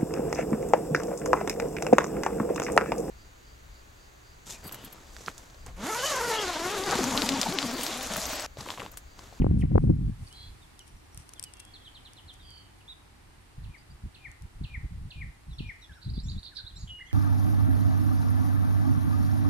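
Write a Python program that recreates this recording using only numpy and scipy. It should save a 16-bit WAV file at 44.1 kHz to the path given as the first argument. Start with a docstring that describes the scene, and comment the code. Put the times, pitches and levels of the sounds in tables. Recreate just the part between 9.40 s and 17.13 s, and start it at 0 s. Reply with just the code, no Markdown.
"""Songbirds in a gusty meadow

Birds sing round a meadow edged with junipers; the trees scatter their notes back.
The nearest repeats a two-note call of down-slurred whistles; others slur, trill and twitter further off.
Gusts buffet the two microphone ports. Dry ticks and rustles sound close by over a soft foliage hush."""
import sys
import numpy as np
from scipy import signal
from scipy.fft import rfft, irfft
from scipy.io import wavfile
from scipy.ndimage import uniform_filter1d, map_coordinates

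SR = 44100
rng = np.random.default_rng(int(sys.argv[2]) if len(sys.argv) > 2 else 0)


def store_wav(level_fs):
    """Save 16-bit WAV to argv[1]."""
    pcm = np.round(np.clip(np.atleast_2d(level_fs), -1, 1) * 32767)
    wavfile.write(sys.argv[1], SR, pcm.T.astype(np.int16))


N = 340893
TIME_S = np.arange(N) / SR
FREQ_HZ = np.fft.rfftfreq(N, 1 / SR)

# near bird, high and low note: offset_s, pitch_hz, relative_db
FLICK_SHAPE = [(0, 3450, -21), (.003, 3790, -4.5), (.006, 4580, -6.5), (.009, 3640, -5.5), (.014, 2954, -5),
               (.02, 2620, -7), (.027, 2480, -20), (.1, 2387, -17)]
SLUR_SHAPE = [(0, 2530, -18), (.007, 2434, -13), (.014, 2260, -3.5), (.025, 1972, -6), (.034, 1800, -16.5),
              (.041, 1780, -16)]
# its calls: flick_start_s, flick_gain_db, slur_start_s, slur_gain_db
CALLS = [(4.236, -52, 4.334, -45.5), (4.744, -46, 4.841, -35.5), (5.235, -41.5, 5.333, -34.5),
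         (5.704, -39.5, 5.803, -35.5), (6.182, -37, 6.281, -34)]
# run of falling notes: start_s, start_hz, end_hz, level_db
RUN_NOTES = [(2.334, 4650, 3140, -50), (2.443, 4200, 2905, -49), (2.541, 4690, 2820, -52),
             (2.646, 4530, 2690, -48), (2.76, 4570, 2690, -51.5), (2.876, 4500, 2940, -48.5)]
# gliding notes, birds to the right: start_s, length_s, start_hz, end_hz, level_db
RIGHT_SLURS = [(0.016, 0.012, 3360, 1700, -48), (0.211, 0.019, 3420, 1710, -45),
               (.862, 0.021, 4940, 4370, -55.5), (1.214, 0.038, 3920, 3280, -60),
               (1.389, 0.031, 3390, 2780, -56.5), (1.959, 0.032, 3630, 3070, -56.5),
               (2.048, .06, 3070, 2790, -56.5), (2.113, .15, 2770, 2710, -66),
               (2.993, .039, 3950, 3470, -59), (3.405, 0.0147, 3200, 2550, -57.5),
               (6.101, .044, 4200, 3300, -57), (6.414, .046, 4150, 3280, -55),
               (7.283, .032, 4310, 3080, -58), (7.49, .14, 2940, 2857, -46)]
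RIGHT_SCOOPS = [(.903, 0.05, 2830, 3360, -57.5), (6.517, 0.027, 3000, 4120, -59),
                (7.65, .065, 5820, 6800, -66)]
# arched notes, right and ahead: start_s, length_s, foot_hz, top_hz, level_db
RIGHT_ARCHES = [(2.06, 0.038, 4570, 4930, -64), (3.475, 0.059, 3250, 3850, -48),
                (4.375, 0.044, 4450, 4960, -64), (4.499, .028, 4390, 4760, -62),
                (7.659, 0.057, 2880, 3380, -59.5)]
FAR_ARCHES = [(7.603, 0.0282, 1750, 2097, -43)]
# trills, often two-voiced: start_s, length_s, start_hz, end_hz, level_db, depth_hz, rate_hz
RIGHT_TRILLS = [(0.922, 0.21, 3290, 3430, -53.5, 75, 84), (0.915, 0.21, 4100, 4120, -50, 130, 86.5),
                (0.917, .2, 4590, 4560, -59.5, 200, 89), (2.104, 0.3, 3294, 3370, -60.5, 70, 71.3),
                (2.39, 0.14, 3250, 3400, -58, 50, 68.5), (2.988, 0.32, 3320, 2995, -56.5, 120, 62.6),
                (3.01, 0.26, 4730, 4460, -54, 125, 62.6), (7.469, 0.058, 3270, 2930, -47.5, 217, 139)]
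# twittering bird, upward hooks: start_s, top_hz, level_db
HOOKS = [(6.686, 5200, -48), (6.786, 5260, -42.5), (6.882, 4950, -41), (6.976, 4730, -46.5),
         (7.263, 4390, -40), (7.359, 4640, -46.5)]
# its rasps: start_s, length_s, pitch_hz, level_db
RASPS = [(6.606, 0.087, 4160, -53), (6.728, 0.075, 4340, -48.5), (6.897, 0.05, 4100, -47.5),
         (7.024, 0.078, 4100, -40.5), (7.153, .066, 4087, -37.5), (7.143, 0.05, 5070, -53.5),
         (7.387, 0.07, 4430, -52)]
# down-slurs ahead: start_s, length_s, start_hz, end_hz, level_db
FAR_SLURS = [(6.489, 0.043, 1806, 1470, -52), (6.553, .04, 1710, 1330, -59),
             (7.109, 0.039, 2000, 1365, -57), (7.179, 0.035, 1750, 1374, -54.5),
             (7.586, 0.0183, 2380, 1590, -50), (7.708, 0.0087, 2420, 1650, -48)]
# thin far pips: start_s, period_s, length_s, start_hz, end_hz, level_db, stop_s
PIP_SERIES = [(1.403, .079, 0.024, 6130, 5570, -67, 1.9), (6.127, .139, 0.05, 5720, 5420, -67, 6.6)]
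# high two-voiced phrase, far off: start_s, level_db
PHRASES = [(6.828, -52.5), (7.352, -51)]
# its notes: offset_s, length_s, start_hz, middle_hz, end_hz, relative_db, depth_hz, rate_hz
PHRASE_NOTES = [(0, 0.046, 7220, 7420, 6500, -8, 4, 2), (.003, 0.033, 5150, 5560, 5700, -4, 0, 0),
                (0.03, .046, 7020, 6750, 7100, 1, 220, 111)]
# opening squall: time_s, level_db
SQUALL = [(0.0, -19.5), (0.026, -23.5), (0.25, -23.5), (0.264, -29.5), (0.362, -20), (0.41, -27),
          (0.506, -18.5), (0.546, -25.5), (0.716, -30.5), (0.768, -46), (0.824, -40), (0.914, -58),
          (1.106, -45), (1.22, -60)]
# later gusts: start_s, length_s, level_db
GUSTS = [(1.543, 0.029, -48), (1.751, 0.053, -48), (2.842, 0.03, -50.5), (2.97, 0.18, -53.5),
         (4.182, .12, -39), (4.501, 0.05, -45), (4.639, 0.031, -36), (4.875, 0.027, -45.5),
         (5.013, 0.042, -43), (5.159, 0.022, -44.5), (5.208, 0.042, -34.5), (5.31, 0.1, -41.5),
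         (5.441, 0.015, -32.5), (5.509, 0.17, -39.5), (5.761, 0.14, -40.5), (6.078, 0.066, -41.5),
         (6.192, .1, -39), (6.5, 0.018, -43.5), (6.664, 0.14, -32.5), (6.831, .15, -34.5),
         (7.236, 0.019, -46), (7.316, 0.22, -46), (7.429, 0.019, -37)]
# single eddies at the ports: centre_s, level_db, freq_hz
EDDIES = [(.004, -8, 174), (.045, -9, 357), (.067, -10, 417), (.113, -10.5, 157), (.238, -11.5, 139),
          (.317, -13.5, 120), (0.356, -5, 170), (.358, -7.5, 450), (.378, -9.5, 260), (0.3807, -6.5, 620),
          (.44, -12.5, 220), (.5, -9.5, 205), (4.661, -27, 115), (5.214, -26, 139), (5.379, -28, 84),
          (5.446, -26, 115), (6.207, -23.5, 180), (6.78, -22.5, 141), (6.966, -25, 101)]
# dry ticks: start_s, level_db, centre_hz, left_minus_right_db
TICKS = [(.927, -39.5, 9170, 0), (1.3922, -34, 5860, -3), (1.7457, -39, 9580, 4), (1.775, -29.5, 9450, 0),
         (1.8917, -35.5, 8830, 2), (1.936, -33, 9500, 5), (1.9958, -28, 10000, 13),
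         (2.0274, -29.5, 9700, 7), (2.0389, -24.5, 8780, -2), (2.1373, -37.5, 6800, 9),
         (2.1695, -43, 6200, 0), (2.1974, -39, 9490, 2), (2.2511, -42, 9750, 5), (2.734, -42, 9500, -5),
         (2.9397, -42.5, 9750, 2), (3.1054, -45, 9650, -1), (4.9156, -43, 10200, 7), (5.022, -45, 9680, 10)]
# tick and rustle spectrum: freq_hz, gain_db
SNAP_SPECTRUM = [(800, -32), (2500, -2.5), (4200, -9.5), (5600, -2), (7200, -7.5), (9000, 3), (11000, -9.5),
                 (15000, -23.5)]
# soft rustles: centre_s, half_length_s, level_db
RUSTLES = [(0.205, 0.019, -56), (.44, 0.051, -67.5), (0.886, 0.078, -61), (1.48, 0.011, -57.5),
           (1.801, 0.031, -58), (1.88, 0.018, -66), (2.044, 0.0065, -45.5), (2.202, 0.0062, -47),
           (2.938, .008, -60), (7.04, .025, -67), (7.168, .025, -66)]
# hush spectrum: freq_hz, gain_db
HUSH_SPECTRUM = [(120, -21), (200, -5.5), (315, -3), (497, -12), (690, -11), (742, -8), (874, -8),
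                 (940, -8.5), (1380, -11.5), (1910, -12), (3550, -18), (4410, -18.5), (6240, -23.5),
                 (9310, -21), (15500, -35)]
# hush level, ducked as by a recorder's gain control in the opening squall, then slowly drifting;
# each band used relative to its median: time_s, leaves_db, hiss_db
HUSH_LEVELS = [(0, -65.5, -72), (.52, -70, -73), (.92, -65.5, -66.5), (1.57, -67.5, -70), (2, -65.5, -68.5),
               (3.66, -67, -71), (6.87, -69, -71.5), (7.73, -69, -72)]


def near_bird():
    """A quick high flick, then a lower slur; the call grows as it repeats."""
    flicks, slurs = np.zeros((2, N))
    for flick_s, flick_db, slur_s, slur_db in CALLS:
        add(flicks, flick_s, gain(flick_db) * near_note(FLICK_SHAPE))
        add(slurs, slur_s, gain(slur_db) * near_note(SLUR_SHAPE))
    direct = ports(flicks, left_db=-3, lead_ms=-0.076) + ports(slurs, left_db=7.5, lead_ms=0)
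    return direct + trees(gain(-1) * flicks + gain(-5) * slurs, t60_s=0.48, build_s=0.0012)


def near_note(shape):
    """One whistle along a pitch and level contour."""
    offset_s, pitch_hz, level_db = np.transpose(shape)
    t = np.arange(0, offset_s[-1], 1 / SR)
    envelope = gain(np.interp(t, offset_s, level_db)) * signal.windows.tukey(len(t), 0.05)
    return whistle(np.interp(t, offset_s, pitch_hz), envelope, flutter_db=-0.7)


def whistle(pitch_hz, envelope, flutter_db):
    """A near-pure tone; moving air flutters its strength."""
    flutter = gain(flutter_db * waver(len(pitch_hz), 120))
    return envelope * flutter * np.sin(2 * np.pi * np.cumsum(pitch_hz) / SR)


def run_bird(note_s=0.043):
    """Slightly hoarse falling notes, smeared by the bush that hides the singer."""
    notes = [slur(start_s, note_s, start_hz, end_hz, level_db, depth_hz=45, bend=0.58)
             for start_s, start_hz, end_hz, level_db in RUN_NOTES]
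    run = song(notes, rough=1, fade=0.4)
    direct = ports(gain(-0.5) * run, left_db=-1, lead_ms=-0.042)
    bush = gain(-3) * trees(run, t60_s=0.083, build_s=0.0029, treble_t60_s=0.17)
    wood = gain(-9) * trees(run, t60_s=0.76, build_s=0.01)
    return direct + bush * pan(-3) + wood


def other_birds():
    """Three groups of singers; bushes blur two, the wood adds a tail to all."""
    right = song(right_notes(), rough=0.5, fade=0.3)
    twitter = song(twitter_notes(), rough=0.68, fade=0.43)
    far = song(far_notes(), rough=0.34, fade=0.41)
    direct = ports(right, left_db=-1.5, lead_ms=-0.057)
    direct += ports(gain(-1.5) * twitter, left_db=-7, lead_ms=-0.052)
    direct += ports(far, left_db=0, lead_ms=-0.041)
    to_bush = gain(-5) * right + gain(-3.5) * twitter
    to_wood = gain(-11.5) * right + gain(-11) * twitter + gain(-3.5) * far
    bush = trees(to_bush, t60_s=0.09, build_s=0.003, treble_t60_s=0.08)
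    wood = trees(to_wood, t60_s=0.61, build_s=0.012, treble_t60_s=0.43)
    return direct + bush * pan(-4) + wood


def right_notes():
    """Scattered slurs, arches, scoops and trills."""
    notes = [slur(*row, bend=0.58) for row in RIGHT_SLURS] + [arch(*row) for row in RIGHT_ARCHES]
    return notes + [slur(*row) for row in RIGHT_SCOOPS + RIGHT_TRILLS]


def twitter_notes(sag=0.0308, foot_hz=3676, dip_hz=3480, lead_s=0.0263, rise_s=0.021, drop_s=0.0128):
    """Rasps alternate with hooks: a soft lead-in, a whip upward, a drop back."""
    notes = [slur(start_s, length_s, hz * (1 + sag), hz * (1 - sag), level_db, depth_hz=326, rate_hz=99)
             for start_s, length_s, hz, level_db in RASPS]
    for start_s, top_hz, level_db in HOOKS:
        notes += [arch(start_s - lead_s, lead_s, foot_hz, dip_hz, level_db - 17.5),
                  slur(start_s, rise_s, foot_hz, top_hz, level_db, bend=0.34),
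                  slur(start_s + rise_s, drop_s, top_hz, foot_hz, level_db - 15)]
    return notes


def far_notes():
    """Low slurs and an arch, evenly spaced pips, a repeated high phrase."""
    notes = [slur(*row, bend=0.58) for row in FAR_SLURS] + [arch(*row) for row in FAR_ARCHES]
    for first_s, period_s, length_s, start_hz, end_hz, level_db, stop_s in PIP_SERIES:
        for start_s in np.arange(first_s, stop_s, period_s):
            detune = 1 + 0.0122 * rng.standard_normal()
            pip_db = level_db + 2.5 * rng.standard_normal()
            notes.append(slur(start_s, length_s, detune * start_hz, detune * end_hz, pip_db, bend=0.66))
    for start_s, level_db in PHRASES:
        for offset_s, *shape, relative_db, depth_hz, rate_hz in PHRASE_NOTES:
            notes.append((start_s + offset_s, *shape, level_db + relative_db, depth_hz, rate_hz))
    return notes


def slur(start_s, length_s, start_hz, end_hz, level_db, depth_hz=0, rate_hz=0, bend=0.5):
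    """A one-way glide; bend is the share covered at half time."""
    middle_hz = start_hz + bend * (end_hz - start_hz)
    return start_s, length_s, start_hz, middle_hz, end_hz, level_db, depth_hz, rate_hz


def arch(start_s, length_s, foot_hz, middle_hz, level_db):
    """A note that returns to its first pitch."""
    return start_s, length_s, foot_hz, middle_hz, foot_hz, level_db, 0, 0


def song(notes, rough, fade):
    """Notes bend through three pitches; fast, uneven vibrato makes trills and rasps."""
    out = np.zeros(N)
    for start_s, length_s, start_hz, middle_hz, end_hz, level_db, depth_hz, rate_hz in notes:
        count = max(int(length_s * SR), 64)
        progress = np.linspace(0, 1, count)
        glide_hz = np.polyval(np.polyfit([0, 0.5, 1], [start_hz, middle_hz, end_hz], 2), progress)
        vibrato_rad = 2 * np.pi * np.cumsum(rate_hz * (1 + 0.3 * rough * waver(count, 120))) / SR
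        pitch_hz = glide_hz + depth_hz * (np.sin(vibrato_rad) + rough * waver(count, 1200))
        pulse = 1 - 0.58 * np.sin(vibrato_rad / 2) ** 2  # one dip per cycle
        if rate_hz:
            swell = 1.15 * np.sin(np.pi * progress ** 0.85).clip(0)
        else:
            swell = signal.windows.tukey(count, fade)
        add(out, start_s, whistle(pitch_hz, gain(level_db) * pulse * swell, flutter_db=2.5))
    return out


def trees(sound, t60_s, build_s, treble_t60_s=0.28, echoes_per_s=2500):
    """Trunks and foliage return faint echoes, different at each port; treble has its own decay."""
    t = np.arange(SR) / SR
    echoes = impulses(SR, echoes_per_s) * (1 - np.exp(-t / build_s))
    low = signal.sosfiltfilt(signal.butter(2, 3200, fs=SR, output="sos"), echoes)
    response = low * gain(-60 * t / t60_s) + (echoes - low) * gain(-60 * t / treble_t60_s)
    response /= np.linalg.norm(response, axis=1, keepdims=True)
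    return signal.fftconvolve(sound[None], response, axes=1)[:, :N]


def wind():
    """Turbulence crosses the left port, then the right; hard pushes break into rough flutter."""
    flow, swirl = turbulence()
    blows = eddies()
    force = uniform_filter1d(blows ** 2 + 0.32 * flow ** 2, size=450) / gain(-14) ** 2
    flutter_db = curve([(200, -19), (500, 9), (850, -7.5), (1400, -23), (2300, -41), (5000, -84)])
    flutter = gain(-25) * np.tanh(0.89 * force) * noise(gain(flutter_db))
    left, right = ports(flow + blows + flutter, left_db=0, lead_ms=0.75)
    # downwind port is duller
    shelter_db = curve([(60, 1.5), (130, -1.5), (260, -1.5), (520, -3), (1200, -16.5)])
    return np.array([left + swirl, filtered(right - swirl, gain(shelter_db))])


def turbulence(db_per_octave=29):
    """Half-octave noise bands; stronger gusts carry smaller, higher eddies."""
    level_db = gust_level_db() + 1.5 * waver(N, 28)
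    corner_hz = 140 * 2 ** (np.maximum(level_db + 36, -6) / db_per_octave)
    flow, swirl, power = np.zeros((3, N))
    for band_hz in 25 * 2 ** (np.arange(13) / 2):
        high_cut = 1 + (band_hz / corner_hz) ** 7.76
        low_cut = 1 + (0.34 * corner_hz / band_hz) ** 3
        share = band_hz ** 0.11 / np.sqrt(high_cut * low_cut)
        band = np.exp(-(np.log2((FREQ_HZ + 1) / band_hz) / 0.37) ** 2)
        flow += share * noise(band)
        swirl += share * noise(band) * 0.12 * np.sqrt(band_hz / 100)  # small eddies differ between ports
        power += share ** 2
    running_rms = np.sqrt(uniform_filter1d(flow ** 2, size=1500) + 0.039 * power)
    return np.array([flow, swirl]) / running_rms * gain(level_db + 0.38)


def gust_level_db(lull_db=-58, rise_db_per_s=1100, fall_db_per_s=750):
    """The squall dies to a lull; later gusts jump up, hold and fall away."""
    time_s, squall_db = np.transpose(SQUALL)
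    level_db = np.interp(TIME_S, time_s, squall_db - 0.5, right=lull_db).clip(lull_db)
    for start_s, length_s, top_db in GUSTS:
        age_s = TIME_S - start_s
        below_db = np.maximum(-rise_db_per_s * age_s, fall_db_per_s * (age_s - length_s)).clip(0)
        level_db = np.maximum(level_db, top_db - below_db)
    return level_db


def eddies():
    """Each passing eddy sucks, then pushes."""
    out = np.zeros(N)
    t = np.arange(-0.02, 0.02, 1 / SR)
    for centre_s, level_db, freq_hz in EDDIES:
        phase = 2 * np.pi * freq_hz * t
        envelope = np.exp(1.25 - np.sqrt(1 + (1.125 * phase) ** 2) - (phase / 3.6) ** 2)
        add(out, centre_s + t[0], gain(level_db) * phase * envelope)
    return out


def ticks(attack_s=0.0002, snap_t60_s=0.0063, crumble_t60_s=0.04):
    """Tiny dry snaps: a brief coloured burst, then a faint crumble."""
    out = np.zeros((2, N))
    t = np.arange(2048) / SR
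    freq_hz = np.fft.rfftfreq(len(t), 1 / SR)
    decay = gain(-60 * t / snap_t60_s) + gain(-27 - 60 * t / crumble_t60_s)
    envelope = decay * (1 - np.exp(-t / attack_s))
    for start_s, level_db, centre_hz, left_db in TICKS:
        colour_db = curve(SNAP_SPECTRUM, freq_hz) - 2 * np.log2((freq_hz + 1) / centre_hz) ** 2
        burst = unit_rms(filtered(rng.standard_normal((2, len(t))), gain(colour_db)))
        add(out, start_s, burst * envelope * gain(level_db + 0.5) * pan(left_db))
    return out


def rustles(snaps_per_s=1800):
    """Clumps of very small snaps, coloured like the ticks."""
    swell = sum(gain(level_db) * np.exp(-((TIME_S - centre_s) / half_length_s) ** 2)
                for centre_s, half_length_s, level_db in RUSTLES)
    snaps = filtered(impulses(N, snaps_per_s), gain(curve(SNAP_SPECTRUM)))
    return swell * unit_rms(snaps) * pan(3)


def hush(level_db=-59, split_hz=3500):
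    """Far foliage and thin hiss, unrelated at the two ports; the level dips early, then drifts."""
    time_s, leaves_db, hiss_db = np.transpose(HUSH_LEVELS)
    leaves_gain, hiss_gain = (gain(np.interp(TIME_S, time_s, db - np.median(db)).clip(-5, 4))
                              for db in (leaves_db, hiss_db))
    bed = np.array([noise(gain(curve(HUSH_SPECTRUM))) for side in range(2)])
    left_db = curve([(380, -1), (700, 2), (1300, -0.5), (4400, -2.5), (8100, 2.5), (15000, 1)])
    bed = filtered(bed, pan(left_db))
    hiss = filtered(bed, 1 / (1 + (split_hz / (FREQ_HZ + 1)) ** 4))
    return gain(level_db) * (leaves_gain * (bed - hiss) + hiss_gain * hiss)


def ports(sound, left_db, lead_ms):
    """One source at two ports; the left is louder by left_db, earlier by lead_ms."""
    delayed = filtered(sound, np.exp(-2j * np.pi * FREQ_HZ * lead_ms / 1000))
    return np.array([sound, delayed]) * pan(left_db)


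def pan(left_db):
    """Left and right gains, left_db apart."""
    return gain(np.vstack([left_db, -left_db]) / 2)


def gain(db):
    """Decibels to amplitude."""
    return 10 ** (np.asarray(db) / 20)


def unit_rms(sound):
    """Scales to rms 1."""
    return sound / np.sqrt(np.mean(sound ** 2) + 1e-20)


def curve(points, freq_hz=FREQ_HZ):
    """Interpolates dB over log frequency."""
    point_hz, point_db = np.transpose(points)
    return np.interp(np.log(freq_hz + 1), np.log(point_hz + 1), point_db)


def filtered(sound, gains):
    """Applies one gain per frequency bin."""
    return irfft(rfft(sound) * gains, sound.shape[-1])


def noise(gains):
    """Shaped noise, rms 1."""
    return unit_rms(filtered(rng.standard_normal(N), gains))


def impulses(count, rate_per_s):
    """Sparse random stereo impulses."""
    return rng.standard_normal((2, count)) * (rng.random((2, count)) < rate_per_s / SR)


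def waver(count, rate_hz):
    """Smooth random drift of size about 1."""
    position = np.arange(count) * rate_hz / SR
    return map_coordinates(rng.standard_normal(256), [position], order=3, mode="grid-wrap")


def add(mix, start_s, sound):
    """Mixes a sound in at start_s."""
    part = mix[..., max(round(start_s * SR), 0):][..., :sound.shape[-1]]
    part += sound[..., :part.shape[-1]]


def scene():
    """Birds, wind, ticks and rustles over the hush."""
    return near_bird() + run_bird() + other_birds() + wind() + ticks() + rustles() + hush()


def record(dry, cutoff_hz=15500):
    """The recorder's band limit."""
    lowpass = signal.firwin(511, cutoff_hz, window=("kaiser", 9), fs=SR)
    return signal.oaconvolve(dry, lowpass[None], "same")


dry = scene()
out = record(dry)
store_wav(out)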